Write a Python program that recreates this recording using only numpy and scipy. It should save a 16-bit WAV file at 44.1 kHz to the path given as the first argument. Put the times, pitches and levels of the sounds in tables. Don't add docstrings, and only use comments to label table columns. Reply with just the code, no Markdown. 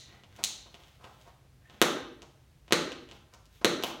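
import sys
import numpy as np
from scipy import signal
from scipy.fft import rfft, irfft, next_fast_len
from scipy.io import wavfile
from scipy.ndimage import uniform_filter1d

SR = 44100
rng = np.random.default_rng(int(sys.argv[2]) if len(sys.argv) > 2 else 0)


def generate_wav(sig):
    pcm = np.round(np.clip(np.atleast_2d(sig).T, -1, 1) * 32767).astype(np.int16)
    wavfile.write(sys.argv[1], SR, pcm)


N = 176400
LEAD_S = .25
LEAD, SIZE = int(LEAD_S * SR), next_fast_len(N + 2 * SR)

# (time [s], push [dB], crack [dB], gain near 1 kHz [dB], top treble gain [dB],
# highback resonance [dB])
IMPACTS = [(1.816, 2, 0.5, 6, -1, -3.5), (2.7236, -0.5, 0, 0.5, -4, 2), (3.6464, 0.5, -2.5, 4.5, -5.5, 7)]
# (frequency [Hz], level [dB])
PUSH_SPECTRUM = [(40, -3), (90, 8.5), (200, 16.5), (360, 25.5), (520, 20.5), (740, 6.5), (1300, -12.5),
                 (3800, -7), (7400, -22), (8300, 0), (12500, 0.5), (16000, -8.5)]
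CRACK_SPECTRUM = [(600, 0), (1200, 11.5), (1850, 15), (2400, 12), (4100, 14.5), (4850, 2.5), (6200, 8.5),
                  (7300, 5), (8000, 0.5), (12500, -33.5)]
# (frequency [Hz], level [dB])
MODES = [(167, -36), (255, -38), (312, -38), (345, -33), (372, -37), (423, -36), (475, -35), (518, -35),
         (578, -39), (862, -41), (1176, -38), (1500, -41), (1845, -42), (3867, -42)]
# (time [s], level [dB])
SNAP_EVENTS = [(-.13, -2), (.439, 1)]
GRAB_EVENTS = [(3.835, -0.5), (3.842, -21)]
BUMP_EVENTS = [(.13, -10.5), (.383, 4.5), (.655, -5), (.743, -8), (.79, -10.5), (1.039, -4), (1.698, -9),
               (2.22, -2), (3.115, -4.5), (3.609, 4)]
# (time [s], level [dB], tilt [dB/octave], resonance [Hz])
TICK_EVENTS = [(0.236, -22.5, -6.5, 2950), (0.364, -28, 3, 11000), (0.4317, -13.5, -2, 9000),
               (0.743, -16.5, -5.5, 3050), (0.836, -25.5, -4, 3200), (1.042, -18, -7.5, 2910),
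               (1.214, -31.5, 1.5, 3700), (1.698, -22, -6.5, 3900), (2.22, -17, -3.5, 6800),
               (2.68, -22, -7.5, 1870), (2.7085, -8.5, -9.5, 1100), (2.919, -8.5, -5.5, 2880),
               (3.089, -21.5, -6, 3000), (3.1129, -16, -4.5, 3060), (3.338, -24, 1.5, 5600),
               (3.456, -32, 3, 4680), (3.8257, -7, -3.5, 4900)]
# (frequency [Hz], level [dB])
SNAP_SPECTRUM = [(100, -8.5), (1500, -12), (3100, 4), (3600, 5.5), (4100, 10.5), (4800, -0.5), (5700, 2),
                 (6500, 7.5), (8000, 0), (15500, -11.5)]
STRAP_SPECTRUM = [(90, -19), (250, 10), (800, 7.5), (1250, 1), (1900, -9.5), (3050, 9.5), (4700, -8),
                  (6000, -5.5), (10000, -17), (11500, -5), (15500, -18)]
BUMP_SPECTRUM = [(80, -22), (280, -10.5), (1050, -13.5), (1800, -25), (5000, -33), (15000, -55)]
TICK_SPECTRUM = [(300, -9.5), (1700, -13), (2900, 0.5), (4900, -6), (6700, -5), (9000, -14), (15500, -23.5)]
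# (time [s], duration [s], level [dB])
SCUFF_STROKES = [(.375, 0.06, -56.5), (.98, .13, -57), (1.245, 0.061, -59.5), (3.32, 0.04, -57),
                 (3.85, 0.097, -50.5)]
# (time [s], duration [s], level [dB], tilt [dB/octave])
RUB_STROKES = [(0.041, 0.18, -60.5, -2), (0.275, 0.24, -61, -0.5), (0.628, 0.39, -66, 2),
               (0.95, 0.45, -69, 2.5), (1.61, 0.36, -61.5, -1.5), (3.079, 0.11, -60, -0.5),
               (3.5, 0.12, -65, 4), (3.825, 0.1, -47, 2)]
# (frequency [Hz], relative level [dB])
SCUFF_SPECTRUM = [(200, -10), (600, -3), (1050, -3.5), (2000, -13.5), (15000, -36.5)]
RUB_SPECTRUM = [(150, 11.5), (1000, -1), (3300, 3), (4700, -7.5), (6500, -9.5), (9000, -17.5),
                (15000, -16.5)]
# (time [s], duration [s], first pitch [Hz], last pitch [Hz], level [dB])
SLIPS = [(-.05, .31, 2000, 1950, -66), (1.603, .09, 1620, 1900, -65)]
# (delay [s], gain [ratio])
REFLECTIONS = [(.0055, 0.36), (.0087, 0.5), (0.0101, 0.25), (0.0184, 0.17)]
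# (frequency [Hz], time to fall 60 dB [s])
REVERB_T60 = [(80, 0.57), (260, 0.85), (700, 0.6075), (4500, 0.57), (7500, 0.3572), (14000, 0.36)]
# (frequency [Hz], level against the direct sound [dB])
REVERB_SPECTRUM = [(80, 3), (300, -2.5), (1000, 4), (3000, -2), (6500, 1), (13000, -7.5)]
# (frequency [Hz], relative level [dB])
AMBIENT_SPECTRUM = [(20, -13.5), (35, -22), (50, 6), (90, 0.5), (135, 2), (180, -10), (1000, -23.5),
                    (3500, -27), (16000, -38)]


def knocks(rise_s=.0007, highback_hz=4130, half_width_hz=410):
    out = np.zeros(SIZE)
    for s, push_db, crack_db, mid_db, top_db, highback_db in IMPACTS:
        colour = [(550, 0), (800, mid_db), (1200, mid_db), (1600, 0), (6000, 0), (12000, top_db)]
        highback = [(highback_hz - half_width_hz, 0), (highback_hz, highback_db),
                    (highback_hz + half_width_hz, 0)]
        crack = signal.fftconvolve(damped_body(CRACK_SPECTRUM, extra=colour), damped_body(highback))
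        add(out, s, -from_db(push_db) * damped_body(PUSH_SPECTRUM, extra=colour))
        add(out, s - rise_s, from_db(crack_db) * signal.fftconvolve(chatter(rise_s), crack))
    return out


def damped_body(spectrum, tilt_db=0, extra=((100, 0), (1000, 0))):
    size = 4096
    hz = np.maximum(np.arange(size // 2 + 1) * SR / size, 1)
    db = at_hz(spectrum, hz) + at_hz(extra, hz) + tilt_db * np.log2(np.maximum(hz, 750) / 3000)
    cepstrum = irfft(np.log(from_db(db)))
    causal_fold = np.r_[1, np.full(size // 2 - 1, 2), 1, np.zeros(size // 2 - 1)]
    return irfft(np.exp(rfft(cepstrum * causal_fold)))


def chatter(rise_s):
    age = np.arange(SR // 10) / SR / rise_s
    burst = rng.choice([-1, 1], len(age)) * age * np.exp(-age)
    gate = np.minimum(age, 1) * np.exp(-(age / 6) ** 2)
    for _ in range(6):
        burst = gate * irfft(np.exp(1j * np.angle(rfft(burst))), len(age))
    return unit_energy(burst)


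def ringing(build_s=.0039, t60_share=.65, waver=.5):
    out, t = np.zeros(SIZE), np.arange(SR) / SR
    knots_s = np.linspace(0, 1, 50)
    for s, *_ in IMPACTS:
        for hz, db in MODES:
            t60 = t60_share * at_hz(REVERB_T60, hz)
            envelope = (1 - np.exp(-t / build_s)) * np.exp(-np.log(1000) * t / t60)
            swell, phase = [np.interp(t, knots_s, row) for row in rng.normal(0, waver, (2, 50))]
            add(out, s, -from_db(db) * envelope * (1 + swell) * np.sin(2 * np.pi * hz * t + phase))
    return out


def contacts(events, spectrum, rise_s):
    out = np.zeros(SIZE)
    for s, db in events:
        add(out, s, from_db(db) * signal.fftconvolve(chatter(rise_s), damped_body(spectrum)))
    return out


def ticks(resonance_db=3.5):
    out = np.zeros(SIZE)
    for s, db, tilt_db, hz in TICK_EVENTS:
        resonance = [(hz / np.sqrt(2), 0), (hz, resonance_db), (hz * np.sqrt(2), 0)]
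        part = damped_body(TICK_SPECTRUM, tilt_db, resonance)
        rise_s = .0007 * 2 ** (-tilt_db / 7)
        add(out, s - rise_s, from_db(db) * signal.fftconvolve(chatter(rise_s), part))
    return out


def friction(strokes, spectrum, grain_db=5.5):
    out = np.zeros(SIZE)
    for s, duration, db, *tilt in strokes:
        n = int(duration * SR)
        grains = rng.standard_normal(SR) * from_db(grain_db * rng.exponential(1, SR).clip(0, 2 * np.pi))
        stroke = unit_energy(grains[:n]) * np.sqrt(n) * np.sin(np.pi * np.arange(n) / n)
        surface = unit_energy(damped_body(spectrum, *tilt))
        add(out, s, from_db(db) * signal.fftconvolve(stroke, surface))
    return out


def squeaks(jitter=.03):
    out = np.zeros(SIZE)
    for s, duration, first_hz, last_hz, db in SLIPS:
        n = int(duration * SR)
        waver = uniform_filter1d(rng.standard_normal(SR), size=80)[:n]
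        hz = np.linspace(first_hz, last_hz, n) * (1 + jitter * waver / waver.std())
        roughness = unit_energy(uniform_filter1d(rng.standard_normal(SR), size=300)[:n]) * np.sqrt(n)
        envelope = from_db(db) * roughness * np.sin(np.pi * np.arange(n) / n)
        add(out, s, envelope * np.sin(2 * np.pi * np.cumsum(hz) / SR))
    return out


def room_response(build_s=.0015, scatter_gain=.83, scatter_s=.007, reflection_cut_hz=16000):
    t, hz = np.arange(SR) / SR, np.maximum(np.arange(SR // 2 + 1), 1)
    white, tail = rfft(rng.standard_normal(SR)), np.zeros(SR)
    edges = np.r_[1, np.geomspace(100, SR / 2 + 1, 18)]
    for low, high in zip(edges, edges[1:]):
        t60 = at_hz(REVERB_T60, np.sqrt(low * high))
        tail += irfft(white * ((hz >= low) & (hz < high))) * np.exp(-np.log(1000) * t / t60)
    tail *= 1 + scatter_gain * np.exp(-t / scatter_s)
    window = (1 - np.exp(-(t / build_s) ** 2)) * np.exp(-(t / .7) ** 8)
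    for _ in range(2):
        spectrum = rfft(tail * window)
        power = uniform_filter1d(uniform_filter1d(np.abs(spectrum) ** 2, size=35), size=35)
        tail = irfft(spectrum / np.sqrt(np.abs(power) + 1e-9) * from_db(at_hz(REVERB_SPECTRUM, hz)))
    response = tail * window
    response[0] += 1
    for delay, gain in REFLECTIONS:
        i = int(delay * SR)
        lowpass = np.exp(-2 * np.pi * reflection_cut_hz * t[:SR - i])
        response[i:] += gain * lowpass / lowpass.sum()
    return response


def room_tone(level_db=-60):
    hz = np.maximum(np.arange(SIZE // 2 + 1) * SR / SIZE, 1)
    noise = irfft(rfft(rng.standard_normal(SIZE)) * from_db(at_hz(AMBIENT_SPECTRUM, hz)), SIZE)
    return from_db(level_db) * noise / noise.std()


def from_db(db):
    return 10 ** (np.asarray(db) / 20)


def at_hz(points, hz):
    frequencies, values = np.transpose(points)
    return np.interp(np.log(hz), np.log(frequencies), values)


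def unit_energy(x):
    return x / np.sqrt(np.sum(x ** 2) + 1e-20)


def add(track, s, sound):
    i = int((s + LEAD_S) * SR)
    track[i:i + len(sound)] += sound


def scene():
    room = room_response()
    binding = knocks() + contacts(SNAP_EVENTS, SNAP_SPECTRUM, rise_s=.00017) + ticks()
    binding += contacts(GRAB_EVENTS, STRAP_SPECTRUM, rise_s=.0016) + squeaks()
    boot = contacts(BUMP_EVENTS, BUMP_SPECTRUM, rise_s=.006) + friction(SCUFF_STROKES, SCUFF_SPECTRUM)
    cloth = friction(RUB_STROKES, RUB_SPECTRUM)
    low_cut = signal.butter(2, 150, "high", fs=SR, output="sos")
    handling = signal.sosfilt(low_cut, binding + boot + cloth)
    heard = signal.fftconvolve(handling, room)[:SIZE] + ringing() + room_tone()
    return heard[None, LEAD:LEAD + N]


def record(dry):
    ceiling, cutoff_hz = .72, 16400
    rounded = dry / (1 + (dry / ceiling) ** 6) ** (1 / 6)
    return signal.sosfilt(signal.ellip(10, .1, 70, cutoff_hz, fs=SR, output="sos"), rounded)


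dry = scene()
out = record(dry)
generate_wav(out)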